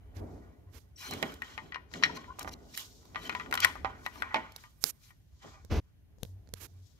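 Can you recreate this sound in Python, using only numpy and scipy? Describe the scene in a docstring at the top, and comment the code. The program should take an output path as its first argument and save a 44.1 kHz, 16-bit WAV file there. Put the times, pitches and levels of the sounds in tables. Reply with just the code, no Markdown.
"""A hand lifts, drags and taps a small plastic part against the open metal case of a power supply.
Taps ring the metal's modes, with noise for rattle and crack; filtered noise scrapes and slides, tones squeak.
Fingers tick and rub on the body of a hand-held camera close by: noise bursts, low pushes and short strokes.
Behind them the bench rumbles, bumps and hums, and the quiet room and microphone hiss: noise and a low tone."""
import sys
import numpy as np
from scipy import signal
from scipy.fft import rfft, irfft, next_fast_len
from scipy.io import wavfile
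from scipy.ndimage import uniform_filter1d, map_coordinates

SR = 44100
rng = np.random.default_rng(int(sys.argv[2]) if len(sys.argv) > 2 else 0)


def amplitude_ratio(level_db):
    """Convert a level in decibels to the matching linear amplitude (field) ratio."""
    exponent = np.asarray(level_db, float) / 20
    return 10 ** exponent


def bounce(signal):
    """Save signal as a 16-bit WAV file at the path given by the first command-line argument."""
    frames = np.transpose(np.atleast_2d(signal))
    limited = np.clip(frames, -1, 1)
    pcm = np.round(limited * 32767).astype(np.int16)
    wavfile.write(sys.argv[1], SR, pcm)


N = 308391  # length in samples

# taps on the case; the crack is relative to the ring's peak:
# start_s, ring_peak_db, low_mode_hz, high_mode_hz, crack_db
TAPS = [(1.11, -34.5, 785, 4080, -4.5), (1.136, -32.5, 748, 2200, -8.5), (1.227, -21, 686, 2120, -17),
        (1.321, -53, 1540, 2450, -3.5), (1.34, -56.5, 603, 2470, 7), (1.42, -30, 1620, 1880, -20.5),
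        (1.578, -30, 1030, 1910, -34), (1.722, -35.5, 1320, 1930, -42), (1.745, -33, 1350, 2780, -45),
        (1.758, -32.5, 1065, 1840, -42), (1.915, -52.5, 1010, 4010, -20.5), (1.938, -32, 1920, 4240, -20),
        (2.026, -27.5, 1060, 3000, -35), (2.036, -12, 1870, 4040, -49), (2.164, -41.5, 996, 1940, -26),
        (2.242, -47, 1060, 1910, -28), (2.388, -37.5, 785, 1210, -23), (2.393, -36.5, 1000, 4500, -1),
        (2.409, -42, 785, 1945, -28), (2.429, -41.5, 1000, 5630, -2.5), (2.447, -36, 786, 1195, -27),
        (2.476, -31.5, 783, 1220, -25), (2.528, -83.5, 1200, 4890, 2.5), (2.776, -31.5, 2100, 3970, -14),
        (3.054, -54, 789, 5560, -10), (3.147, -38, 781, 2110, -43), (3.158, -27, 1200, 1934, -67),
        (3.295, -25.5, 1310, 2482, -25.5), (3.326, -38, 1430, 2460, -28), (3.35, -26.5, 993, 1940, -28),
        (3.398, -31, 1200, 1934, -55), (3.41, -38.5, 1330, 1970, -31), (3.461, -42, 1200, 1485, -30.5),
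        (3.512, -36, 875, 2130, -9), (3.526, -22.5, 1430, 1536, -19.5), (3.54, -24, 900, 2950, -7.5),
        (3.553, -27, 1420, 1520, -10), (3.575, -24.5, 1320, 3010, -21.5), (3.603, -27.5, 3040, 5580, -3.5),
        (3.647, -12.5, 1530, 1940, -11), (3.655, -24, 1065, 1940, -40), (3.755, -33.5, 1060, 1200, -29),
        (3.847, -21.5, 781, 1210, -66), (3.856, -34.5, 781, 2060, -49), (3.875, -41, 781, 1330, -46),
        (4.063, -25.5, 1060, 1910, -19), (4.157, -42.5, 1000, 1200, -20), (4.222, -24, 1440, 1520, -25),
        (4.232, -37.5, 1065, 1450, -43), (4.344, -17, 885, 2060, -47.5), (4.358, -24, 640, 2190, -40),
        (4.367, -28.5, 885, 2210, -45.5), (4.521, -51.5, 665, 3840, -4.5), (4.562, -44.5, 834, 3870, 3),
        (4.638, -45, 993, 1900, -25.5), (5.106, -52.5, 1150, 1870, -26.5)]
# ways the metal case rings; t60 is the time to fade 60 dB: pitch_hz, level_db, t60_s, left_lead_rad
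CASE_MODES = [(545, -8, .1, -.4), (640, -2, .13, -.7), (785, -4, .12, -.5), (885, -5, .14, .3),
              (995, -4, .12, 1.1), (1065, -2, .11, 1.3), (1195, -3, .11, 1.6), (1330, -6, .1, 2.1),
              (1450, -1, .09, 2.2), (1520, -3, .07, 2.3), (1700, -9, .07, 2.2), (1870, -2, .1, 1.9),
              (1945, -1, .11, 1.7), (2060, -5, .1, 1.4), (2210, -4, .09, 1.1), (2330, -3, .06, .8),
              (2460, -5, .07, .7), (2820, -8, .07, 1.4), (3020, -6, .07, 1.9), (3110, -4, .06, 2.1),
              (3290, -6, .045, 2.5), (3970, -4, .075, .3), (4240, -6, .06, .2), (4760, -10, .045, 1.5),
              (5290, -10, .04, 2.5), (5580, -6, .045, -.4), (6040, -7, .04, .6), (6770, -10, .025, 1.4),
              (7500, -14, .03, 1.3)]
# low modes sound from the right, higher ones from the left: low_mode_hz, left_over_right_db
PANELS = [(650, -6), (850, -5.5), (1000, 6), (1450, 7), (1900, 3.5)]
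HIGH_MODE_DB = -2  # the high mode's share of a blow
BLOW_DB, BLOW_S = -4, .003  # extra ring while part and metal touch, and how fast it dies away
HAND_DAMPING = .85  # share of the ring time left while something drags on the metal

# edges squeaking as they stick and slip: start_s, end_s, level_db, start_pitch_hz, end_pitch_hz
SQUEAKS = [(0.958, 1.096, -61, 5720, 4840), (1.004, 1.106, -59, 2430, 2203),
           (1.041, 1.151, -51, 4190, 4080), (2.09, 2.111, -39.5, 963, 990), (2.169, 2.187, -37, 992, 1100),
           (2.183, 2.2, -44, 1060, 1110), (2.204, 2.241, -57, 1050, 1080), (2.277, 2.3, -51, 940, 996),
           (2.291, 2.317, -41.5, 989, 1048), (2.314, 2.33, -46, 1060, 1070),
           (2.333, 2.366, -62, 1060, 1055), (3.213, 3.245, -58, 4000, 3700),
           (3.249, 3.286, -46.5, 3106, 3110), (3.621, 3.648, -35, 3250, 3270),
           (3.622, 3.648, -39.5, 1500, 1453)]
# the part dragged along the case: start_s, end_s, level_db, start_centre_hz, end_centre_hz
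DRAGS = [(0.967, 1.09, -54, 5150, 3580), (1.0, 1.096, -52.5, 895, 875), (1.109, 1.134, -44, 2320, 2330),
         (2.143, 2.178, -48, 4000, 4000), (2.383, 2.43, -54, 3040, 3080), (2.464, 2.497, -51, 4220, 4550),
         (2.507, 2.542, -51.5, 5330, 5500), (2.734, 2.755, -42.5, 5300, 5300),
         (3.205, 3.284, -52.5, 2780, 2930), (3.609, 3.656, -32.5, 3440, 2550),
         (4.047, 4.06, -42, 3040, 2980), (4.115, 4.222, -60, 2500, 4200), (5.004, 5.118, -71, 3520, 2590)]
# air in a drag before its firmness counts: start_centre_hz, air_db
DRAG_AIR = [(900, -29), (2500, -13.5), (5400, -7.5)]
FIRM_DB, AIR_LOSS = -52.5, 0.52  # air loses this share of each dB above firm, and gains it below
DRAG_PAN_DB = 2.5  # left over right

# loose contact of hand, part and wires with the case: time_s, level_db, brightness_db
CONTACT = [(0.0, -73.5, -8), (0.35, -69.5, -13), (0.75, -75.5, -13), (0.93, -87, -4), (1.02, -65, 15),
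           (1.14, -50.5, 6), (1.3, -55, -1.5), (1.4, -68, -2), (1.45, -59.5, 3.5), (1.65, -59.5, 4),
           (1.72, -64, -2), (1.87, -76, -22), (1.96, -56.5, 2.5), (2.1, -57, 3.5), (2.35, -61.5, 0),
           (2.5, -73, -11), (2.58, -73.5, -6), (2.8, -64, 12), (3.12, -75, -8.5), (3.2, -56, 3),
           (3.45, -58.5, 1.5), (3.68, -48.5, 0), (3.82, -62.5, -2), (3.92, -50.5, -11.5),
           (4.03, -61.5, -11), (4.45, -50, -12), (4.63, -68, 6.5), (4.8, -85, -3), (5.39, -80.5, 3.5),
           (5.43, -53, -1), (5.55, -58, -4.5), (5.64, -70.5, -25), (5.8, -86.5, -5), (6.2, -91, -9),
           (6.27, -69, -10), (6.42, -94, -5), (6.99, -79.5, 2)]
LOW_DB, HIGH_DB, SKIN_DB, AIR_DB = -4, -11.5, -13, -24  # each layer relative to the contact level
FLUTTER_DB, FLUTTER_RATE = 4, 9.9  # unsteady pressure: typical swing, knots per second
# the part slithers on after a tap: level relative to it, time to fade 20 dB, share of hiss
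SETTLE_DB, SETTLE_S, SETTLE_SKIN_DB = -30.5, 0.037, -9.5
SLIP_DB, SLIP_RATE = 6.5, 50  # gritty slips: typical swing, knots per second

# skin and wire sleeves sliding; air is relative to skin; rows with fade 0 or less are silent:
# peak_s, fade_20db_s, level_db, air_db, left_over_right_db
SLIDES = [(0.168, 0.0058, -55.5, -29, -45), (.33, .3, -78, -8, 0), (0.758, 0.1, -68, -2, -52),
          (1.05, 0, -50, -3, -5), (1.088, 0.1048, -72, 11, -15), (1.15, .07, -91, -9, -5),
          (1.26, 0.36, -77, 2, -13), (1.94, 0.07, -57, -17.5, 14), (2.4, 0.08, -63.5, -9.5, 3),
          (2.7, -0.46, -68, 0, -0.5), (2.78, 0.0628, -53, 2, -18), (2.829, 0.57, -63.5, -7.5, 1.5),
          (3.251, 0.13, -65.5, -11.5, 1), (3.68, -0.03, -69, -2, 8.5), (4.052, 0.16, -66.5, -5, 20),
          (4.209, 0, -60.5, -5.5, 21.5), (4.61, 0.14, -68.5, -5, -0.5), (4.839, 0.4, -84.5, 9, -57.5),
          (5.04, 0.12, -66.5, -12.5, 5), (5.47, 0.39, -70.5, -24, 3), (5.74, 0.03, -77, 0, -7.5),
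          (6.249, 0.12, -70, -1, 2), (6.63, 0.4, -78.5, -4.5, -56), (6.87, 0.27, -75, -8.5, 22)]
# finger strokes over the camera; body and bass are relative to the rub:
# start_s, end_s, level_db, body_db, bass_db
STROKES = [(0.143, 0.211, -70.5, 7, 11), (0.723, 0.796, -66, 3.5, 12), (4.805, 4.859, -54, -25, -28),
           (4.838, 4.914, -43.5, -14.5, -17.5), (5.697, 5.804, -63.5, 17.5, 35), (6.55, 6.599, -68, 5, 0),
           (6.592, 6.672, -54.5, -4, -0.5)]
FINGER_PAN_DB, GRIP_DB = -40, 13.5  # finger by the right port; bass above the second evens the sides
# ticks on the camera; treble and thump are relative to the snap:
# start_s, peak_db, treble_db, thump_db, left_over_right_db
TICKS = [(2.775, -23.5, 9.5, -38, -15), (4.84, -6, -1, -24.5, -62.5), (5.649, -45.5, -3, 4.5, -34),
         (6.185, -59.5, -14, 11.5, 19), (6.232, -25.5, -6.5, 1, 13.5), (6.251, -44.5, -10, 7, -27),
         (6.462, -71.5, -11, 4.5, -4.5), (6.474, -54.5, -21.5, 0, -12), (6.49, -52.5, -11, 6.5, -22),
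         (6.538, -26, -4, -6, -53)]

# shaking of bench and hand, before each layer's own offset: time_s, level_db
RUMBLE = [(0.0, -56.5), (0.39, -55), (0.56, -64), (1.44, -63), (2.53, -61), (3.13, -66), (3.74, -54),
          (4.13, -61.5), (4.5, -63), (4.96, -72.5), (5.45, -65.5), (5.65, -57.5), (5.76, -72), (6.21, -63),
          (6.37, -61), (6.99, -70.5)]
# dull bumps through the bench; rows with fade 0 or less are silent: peak_s, fade_20db_s, level_db
BUMPS = [(.22, 0.37, -46.5), (.72, -0.2, -59), (1.02, -0.31, -43.5), (1.13, 0.31, -44),
         (1.24, 0.086, -41.5), (1.42, -0.2, -36.5), (1.63, 0.34, -57), (1.75, -0.2, -40), (1.95, 0.1, -50),
         (2.04, 0.29, -45), (2.45, 0.44, -52.5), (3.17, 0.74, -56), (3.31, 0.54, -57), (3.51, 0.3, -51.5),
         (3.76, 0, -49), (3.86, 0.47, -58), (4.19, 0.17, -58), (4.36, 0.09, -42), (4.85, 0.06, -53.5),
         (5.45, 0.07, -49.5), (5.725, 0.0259, -46.5), (5.755, 0.004, -40.5), (5.779, -0.0527, -34),
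         (6.23, 0.7, -71.5), (6.48, -0.13, -67.5), (6.54, -0.15, -45), (6.62, 0.1, -68.5)]
# spells in which the hum stands out: start_s, end_s, level_db
HUMS = [(.16, .28, -47.5), (0.662, .74, -55), (0.98, 1.05, -58), (1.109, 1.2, -54), (2.43, 2.52, -54.5),
        (3.098, 3.2, -61), (3.6, 3.72, -59), (3.863, 3.98, -58), (6.26, 6.43, -52), (6.5, 6.67, -58.5),
        (6.68, 6.88, -54)]
HUM_HZ = 92.1  # average pitch
HUM_UNDER_DB = -9.5  # the hum's usual level relative to the rumble

# tone colours of noise, strengths relative within each: pitch_hz, level_db
GRIT = [(400, -33), (800, -4.5), (2000, -4), (4000, -9), (6000, -11), (9000, -35.5)]  # rough contact
SKIN = [(2000, -27), (3500, -5.5), (5500, -3), (7000, -4.5), (8500, -16.5), (11000, -46)]  # sliding hiss
AIR = [(6000, -32), (8500, -3), (10500, -6.5), (12500, 1), (14000, -7.5), (15700, -8), (16000, -42)]  # highest hiss
RUB = [(240, -31), (400, -10), (789, -24.5), (921, -26), (1010, -15), (3930, -10.5), (5270, -5.5),
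       (6640, -3), (9320, -8), (12100, 1.5), (16000, -16.5)]  # finger on the camera
PUSH = [(18, -35.5), (30, -0.5), (86, 6), (140, -13), (250, -6.5), (473, -10.5), (636, -20), (724, -20),
        (2280, -38.5), (2500, -32), (3250, -46.5), (5500, -120)]  # finger pressure
SNAP = [(180, -52), (300, -7.5), (981, -18), (1570, -2.5), (3170, -11.5), (3720, -3), (4260, 2.5),
        (4810, -1.5), (7500, -4.5), (9750, -45), (16500, -120)]  # dry tick
BENCH = [(20, -38.5), (35, -4), (55, 3), (80, 2.5), (120, -12), (170, -58)]  # deep shaking
THUD = [(90, -24), (150, -3), (200, -7.5), (250, -1.5), (310, -5.5), (385, -6.5), (425, -3), (480, -12.5),
        (700, -11), (1300, -29), (2500, -52)]  # dull bumps
HUSH = [(59, -33), (100, 4), (410, -22), (446, -27), (615, -25), (1170, -38), (1540, -30), (2630, -32.5),
        (2920, -31.5), (5210, -40), (6580, -38), (7170, -45.5), (12000, -35), (15100, -39.5), (16500, -51)]  # quiet room and microphone hiss
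# how alike left and right are in the hush, 1 being the same: pitch_hz, likeness
ALIKE = [(60, 1), (240, -0.4), (950, 0.75), (3770, -0.47), (15000, -0.1)]
# how long the room takes to fade 60 dB: pitch_hz, t60_s
ROOM = [(200, 0.12), (1000, 0.36), (4000, 0.5), (12000, 0.35)]
# the microphone's response: pitch_hz, gain_db
MIC = [(20, -22), (35, -5.5), (48, 1), (15600, 0.15), (16000, -16.5), (16900, -31)]


def taps():
    """Each blow favours a low and a high mode, wakes their neighbours, rattles and cracks."""
    track, t = np.zeros((2, N)), np.arange(SR // 5) / SR
    hz, db, t60, lead = np.transpose(CASE_MODES)[:, :, None]
    chance = rng.standard_normal((len(TAPS), 2, len(CASE_MODES), 1))
    # what the high mode leaves to the low one
    low_share = np.sqrt(max(1 - amplitude_ratio(2 * HIGH_MODE_DB), .02))
    for (s, peak_db, low_hz, high_hz, crack_db), (size, phase) in zip(TAPS, chance):
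        # a crisp, glancing contact rings for a shorter time
        ring_share = np.clip(.3 - .022 * crack_db, .3, 1)

        def blow(f):
            low = low_share * amplitude_ratio(reach(f, low_hz, 0.32))
            return low + amplitude_ratio(HIGH_MODE_DB + reach(f, high_hz, 0.69))

        # modes close to the two struck pitches stand out
        struck_db = 6 * sum(np.exp(-(np.log2(hz / spot) / .04) ** 2) for spot in (low_hz, high_hz))
        scatter_db = 2.5 * size
        fade = blow(hz) * amplitude_ratio(db + struck_db + scatter_db - 60 * t / (t60 * ring_share))
        fade = fade * (1 - np.exp(-t / 0.00029))  # quick onset
        fade = fade * (1 + amplitude_ratio(BLOW_DB) * np.exp(-t / BLOW_S))
        angle = 2 * np.pi * hz * t + .45 * phase
        left = (fade * np.sin(angle + lead / 2)).sum(0)
        right = (fade * np.sin(angle - lead / 2)).sum(0)
        ring = np.array([left, right])

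        noise = rng.standard_normal((2, 2, len(t)))
        # loose contact is broader than the ring
        rattle = unit(filtered(coloured(noise[0], GRIT), lambda f: blow(f) ** 0.43))
        rattle = rattle * (0.4 * amplitude_ratio(-60 * t / 0.02) + 0.08 * amplitude_ratio(-60 * t / (0.06 * ring_share)))
        hiss = unit(coloured(noise[1], AIR)) + amplitude_ratio(1.5) * unit(coloured(noise[1, ::-1], SKIN))
        crack = amplitude_ratio(crack_db) * hiss * amplitude_ratio(-60 * t / 0.018)
        sound = ring / np.abs(ring.mean(0)).max() + rattle + crack
        add(track, s, amplitude_ratio(peak_db) * sides(along(PANELS, low_hz))[:, None] * sound)
    return track


def reach(hz, centre_hz, spread):
    """How strongly a contact centred on centre_hz excites each frequency, in dB."""
    return -6 * np.abs(np.log2((hz + 1) / centre_hz) / max(spread, .1)) ** 1.7


def squeaks():
    """A gliding tone that stutters as the edge catches and lets go."""
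    t = np.arange(N) / SR
    stutter, waver = amplitude_ratio(5 * wobble(110)), 1 + .02 * wobble(260)
    track = np.zeros((2, N))
    for start, end, db, from_hz, to_hz in SQUEAKS:
        pitch_hz = np.interp(t, [start, end], [from_hz, to_hz]) * waver
        angle = 2 * np.pi * np.cumsum(pitch_hz) / SR
        main_tone = np.sin(angle + np.array([[.6], [-.6]]))
        tone = np.sqrt(2) * (main_tone + amplitude_ratio(-13) * np.sin(1.4 * angle))
        track += gate(start, end, 0.0058, .01) * amplitude_ratio(db) * sides(5)[:, None] * stutter * tone
    return track


def contact():
    """Unsteady loose contact, its brightness, and the slithering after each tap."""
    level_db, bright_db = curves(CONTACT)
    loose = amplitude_ratio(level_db + FLUTTER_DB * wobble(FLUTTER_RATE))
    settle = sum(swell(s + 0.018, SETTLE_S, db + SETTLE_DB, rise=0.05) for s, db, *_ in TAPS)
    slips = amplitude_ratio(SLIP_DB * wobble(SLIP_RATE))
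    return loose, amplitude_ratio(bright_db), slips * settle


def case(centre_hz, spread):
    """Steady rough contact ringing in the modes; each reaches the two ports with its own phase."""
    slips = rng.standard_normal(N) * amplitude_ratio(2.5 * wobble(160))
    half_lead = np.array([[.5j], [-.5j]])
    width = np.log(1000) / np.pi / HAND_DAMPING  # bandwidth times t60

    def modes(f):
        total = 0
        for k, (hz, db, t60, lead) in enumerate(CASE_MODES):
            damping = 1j * f * width / t60
            strength = (-1) ** k * amplitude_ratio(db) * np.exp(half_lead * lead)
            total = total + strength * damping / (hz * hz - f * f + damping)
        return total

    z = signal.stft(filtered(slips, modes), nperseg=512)[2]
    # the contact wanders over the modes
    shifting = uniform_filter1d(rng.standard_normal(z.shape[1:]), 3, 0)
    shifting = uniform_filter1d(shifting, 9, 1)
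    ring = signal.istft(z * amplitude_ratio(3.5 * unit(shifting)), nperseg=512)[1][:, :N]
    grit = .55 * rush(GRIT, [(1000, .15)], grain_db=2.5, grain_rate=110)
    rough = ring / np.std(ring.mean(0)) + grit
    both = filtered(rough, lambda hz: amplitude_ratio(reach(hz, centre_hz, spread)))
    return both / np.std(both.mean(0))


def scrape(loose, bright, settle):
    """Loose contact under everything, and drags that start and stop and shift their colour."""
    centres_hz = np.array([1200, 2500, 5200])
    tones = [case(hz, spread=0.8) for hz in centres_hz]
    high = bright * case(3300, spread=0.27)
    track = (loose + settle) * (amplitude_ratio(LOW_DB) * tones[0] + amplitude_ratio(HIGH_DB) * high)
    air = rush(AIR, [(9000, .1)], grain_db=1.5, grain_rate=450)
    for start, end, db, from_hz, to_hz in DRAGS:
        # blend the three tones by their distance in octaves from the moving centre
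        centre = np.log2(np.interp(np.arange(N) / SR, [start, end], [from_hz, to_hz]))
        colour = sum(amplitude_ratio(-8 * (centre - np.log2(hz)) ** 2) * tone for hz, tone in zip(centres_hz, tones))
        air_db = along(DRAG_AIR, from_hz) - AIR_LOSS * (db - FIRM_DB)
        gain = gate(start, end, 0.029, 0.068 * (end - start)) * amplitude_ratio(db)
        track += gain * sides(DRAG_PAN_DB)[:, None] * (colour + amplitude_ratio(air_db) * air)
    return track


def slide(loose, bright, settle):
    """Sliding skin and sleeves hiss, with a brighter air on top."""
    skin = rush(SKIN, [(5000, 0.052)], grain_db=1.5, grain_rate=70)
    air = rush(AIR, [(9000, .1)], grain_db=2.5, grain_rate=570)
    level = loose * bright + amplitude_ratio(SETTLE_SKIN_DB) * settle
    track = level * (amplitude_ratio(SKIN_DB) * skin + amplitude_ratio(AIR_DB) * air)
    for peak, fade, db, air_db, pan_db in SLIDES:
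        gain = swell(peak, fade, db, rise=.5)
        track += gain * sides(pan_db)[:, None] * (skin + amplitude_ratio(air_db) * air)
    return track


def ticks():
    """A fingertip lets go of the camera body: a dry noise burst, a faint tail and a low push."""
    track, t = np.zeros((2, N)), np.arange(SR // 25) / SR
    burst = .35 * np.exp(-((t - .0015) / .001) ** 2) + np.exp(-((t - .0018) / .0003) ** 2)
    burst = burst + 0.037 * amplitude_ratio(-60 * t / 0.065)
    push = np.sin(2 * np.pi * 150 * t) * np.exp(-t / 0.0022)
    push = push + 0.34 * np.sin(2 * np.pi * 470 * t) * np.exp(-t / 0.003)
    for s, peak_db, treble_db, thump_db, pan_db in TICKS:
        noise = rng.standard_normal((2, len(t)))
        treble = amplitude_ratio(treble_db) * unit(coloured(noise[1], AIR))
        snap = (.5 * unit(coloured(noise[0], SNAP)) + .5 * treble) * burst
        snap = snap / np.abs(snap).max()
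        add(track, s - .001, amplitude_ratio(peak_db) * sides(pan_db)[:, None] * (snap + amplitude_ratio(thump_db) * push))
    return track


def strokes():
    """Skin dragged over the camera starts and stops abruptly; pressure adds body and a heavy bass."""
    rub = rush(RUB, [(1000, 0.19)], grain_db=-1.5, grain_rate=80)
    body = rush(GRIT, [(1000, 0.69)], grain_db=1.5, grain_rate=51)
    press = rush(PUSH, [(100, .9)], grain_db=1.5, grain_rate=39)
    track = np.zeros((2, N))
    for start, end, db, body_db, bass_db in STROKES:
        # the more bass, the more the grip reaches both ports
        pan_db = FINGER_PAN_DB / (1 + amplitude_ratio(bass_db - GRIP_DB))
        skin = sides(pan_db)[:, None] * (rub + amplitude_ratio(body_db) * body)
        track += gate(start, end, 0.024, 0.015) * amplitude_ratio(db) * (skin + amplitude_ratio(bass_db) * press)
    return track


def rumble():
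    """Bench and hand shake the camera; a low hum swells and fades within it, and bumps thud."""
    [rumble_db] = curves(RUMBLE)
    low = amplitude_ratio(rumble_db + 3.5) * rush(BENCH, [(50, .9)], grain_db=2.5, grain_rate=27)
    swells = amplitude_ratio(rumble_db + HUM_UNDER_DB)
    swells = swells + sum(amplitude_ratio(db) * gate(start, end, 0.01, 0.032) for start, end, db in HUMS)
    hum_angle = 2 * np.pi * np.cumsum(HUM_HZ + 3 * wobble(15)) / SR
    hum = np.sqrt(2) * swells * amplitude_ratio(2.2 * wobble(12)) * np.sin(hum_angle)
    bumps = amplitude_ratio(rumble_db - 14) + sum(swell(*row, rise=0.22) for row in BUMPS)
    thuds = bumps * rush(THUD, [(150, 1.0), (600, 0.15)], grain_db=1.5, grain_rate=19)
    return low + hum + thuds


def room(x):
    """Each frequency of the room's answer dies at its own speed."""
    hz, t, z = signal.stft(rng.standard_normal((2, SR // 2)), SR, nperseg=256)
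    fading = z * amplitude_ratio(-60 * t / along(ROOM, hz)[:, None])
    tail = signal.istft(fading, SR, nperseg=256)[1]
    late = np.pad(x, ((0, 0), (300, 0)))  # the answer starts 300 samples late
    return signal.fftconvolve(late, tail / np.linalg.norm(tail[0]), axes=1)[:, :N]


def hush():
    """The steady air of the room and the microphone's own hiss."""
    return amplitude_ratio(-68) * rush(HUSH, ALIKE, grain_db=-0.6, grain_rate=22)


def unit(x):
    """Scaled to rms 1."""
    return x / np.sqrt(np.mean(x ** 2) + 1e-20)


def along(points, hz):
    """(Hz, value) points read on a log axis."""
    f, v = np.transpose(points)
    return np.interp(np.log(hz + 1), np.log(f + 1), v)


def curves(rows):
    """One value per sample for each column after the time."""
    s, *cols = np.transpose(rows)
    return [np.interp(np.arange(N) / SR, s, c) for c in cols]


def wobble(rate):
    """A smooth random curve, rate knots a second."""
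    knots = rng.standard_normal(int(N * rate / SR) + 4)
    return map_coordinates(knots, [np.arange(N) * rate / SR])


def filtered(x, response):
    """x times a response of frequency."""
    n = x.shape[-1]
    m = next_fast_len(n + 4096)
    return irfft(rfft(x, m) * response(np.fft.rfftfreq(m, 1 / SR)), m)[..., :n]


def coloured(x, spectrum):
    """x through a (Hz, dB) spectrum."""
    return filtered(x, lambda hz: amplitude_ratio(along(spectrum, hz)))


def sides(pan_db):
    """Left and right gains whose mean is 1."""
    left = amplitude_ratio(pan_db) / (1 + amplitude_ratio(pan_db))
    return 2 * np.array([left, 1 - left])


def rush(spectrum, alike, grain_db, grain_rate):
    """Stereo noise, made grainy by fast random gain; the mean of both sides has rms 1."""
    pair = rng.standard_normal((2, N)) * amplitude_ratio(grain_db * wobble(grain_rate))

    def mid_and_side(hz):
        # likeness sets how the noise divides between the middle and the sides
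        turn = np.arccos(np.clip(along(alike, hz), -1, 1)) / 2
        return amplitude_ratio(along(spectrum, hz)) * [np.cos(turn), np.sin(turn)]

    mid, side = filtered(pair, mid_and_side)
    return np.array([mid + side, mid - side]) / np.std(mid)


def gate(start, end, rise, fall):
    """Opens at start and shuts at end, times in seconds."""
    t = np.arange(N) / SR
    return np.clip((t - start) / rise, 0, 1) * np.clip((end - t) / fall, 0, 1)


def swell(peak, fade, db, rise):
    """Climbs to db at peak, falls 20 dB in fade s; the climb takes the share rise of that."""
    gain, t = np.zeros(N), np.arange(N) / SR - peak
    # a fade of 0 or less leaves this stretch empty
    near = slice(max(int((peak - 2 * fade) * SR), 0), int((peak + 3 * fade) * SR))
    gain[near] = amplitude_ratio(db - 20 * np.maximum(t[near], -t[near] / rise) / fade)
    return gain


def add(track, s, sound):
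    """Mixes a stereo sound in at s seconds."""
    at = round(s * SR)
    track[:, at:at + sound.shape[1]] += sound[:, :N - at]


def scene():
    """Everything that reaches the two ports."""
    blows, touch = taps() + squeaks(), contact()
    metal = blows + amplitude_ratio(-17.5) * room(blows) + scrape(*touch)
    hands = slide(*touch) + ticks() + strokes()
    return metal + hands + rumble() + hush()


def roll_off(x):
    """The treble ends steeply here."""
    return signal.sosfilt(signal.butter(12, 16810, fs=SR, output="sos"), x)


def record(dry):
    """The microphone limits the band and its input stage rounds off near full scale."""
    sound = coloured(dry, MIC)
    sound = sound / (1 + np.abs(sound / .93) ** 8) ** (1 / 8)
    return roll_off(sound)


dry = scene()
out = record(dry)
bounce(out)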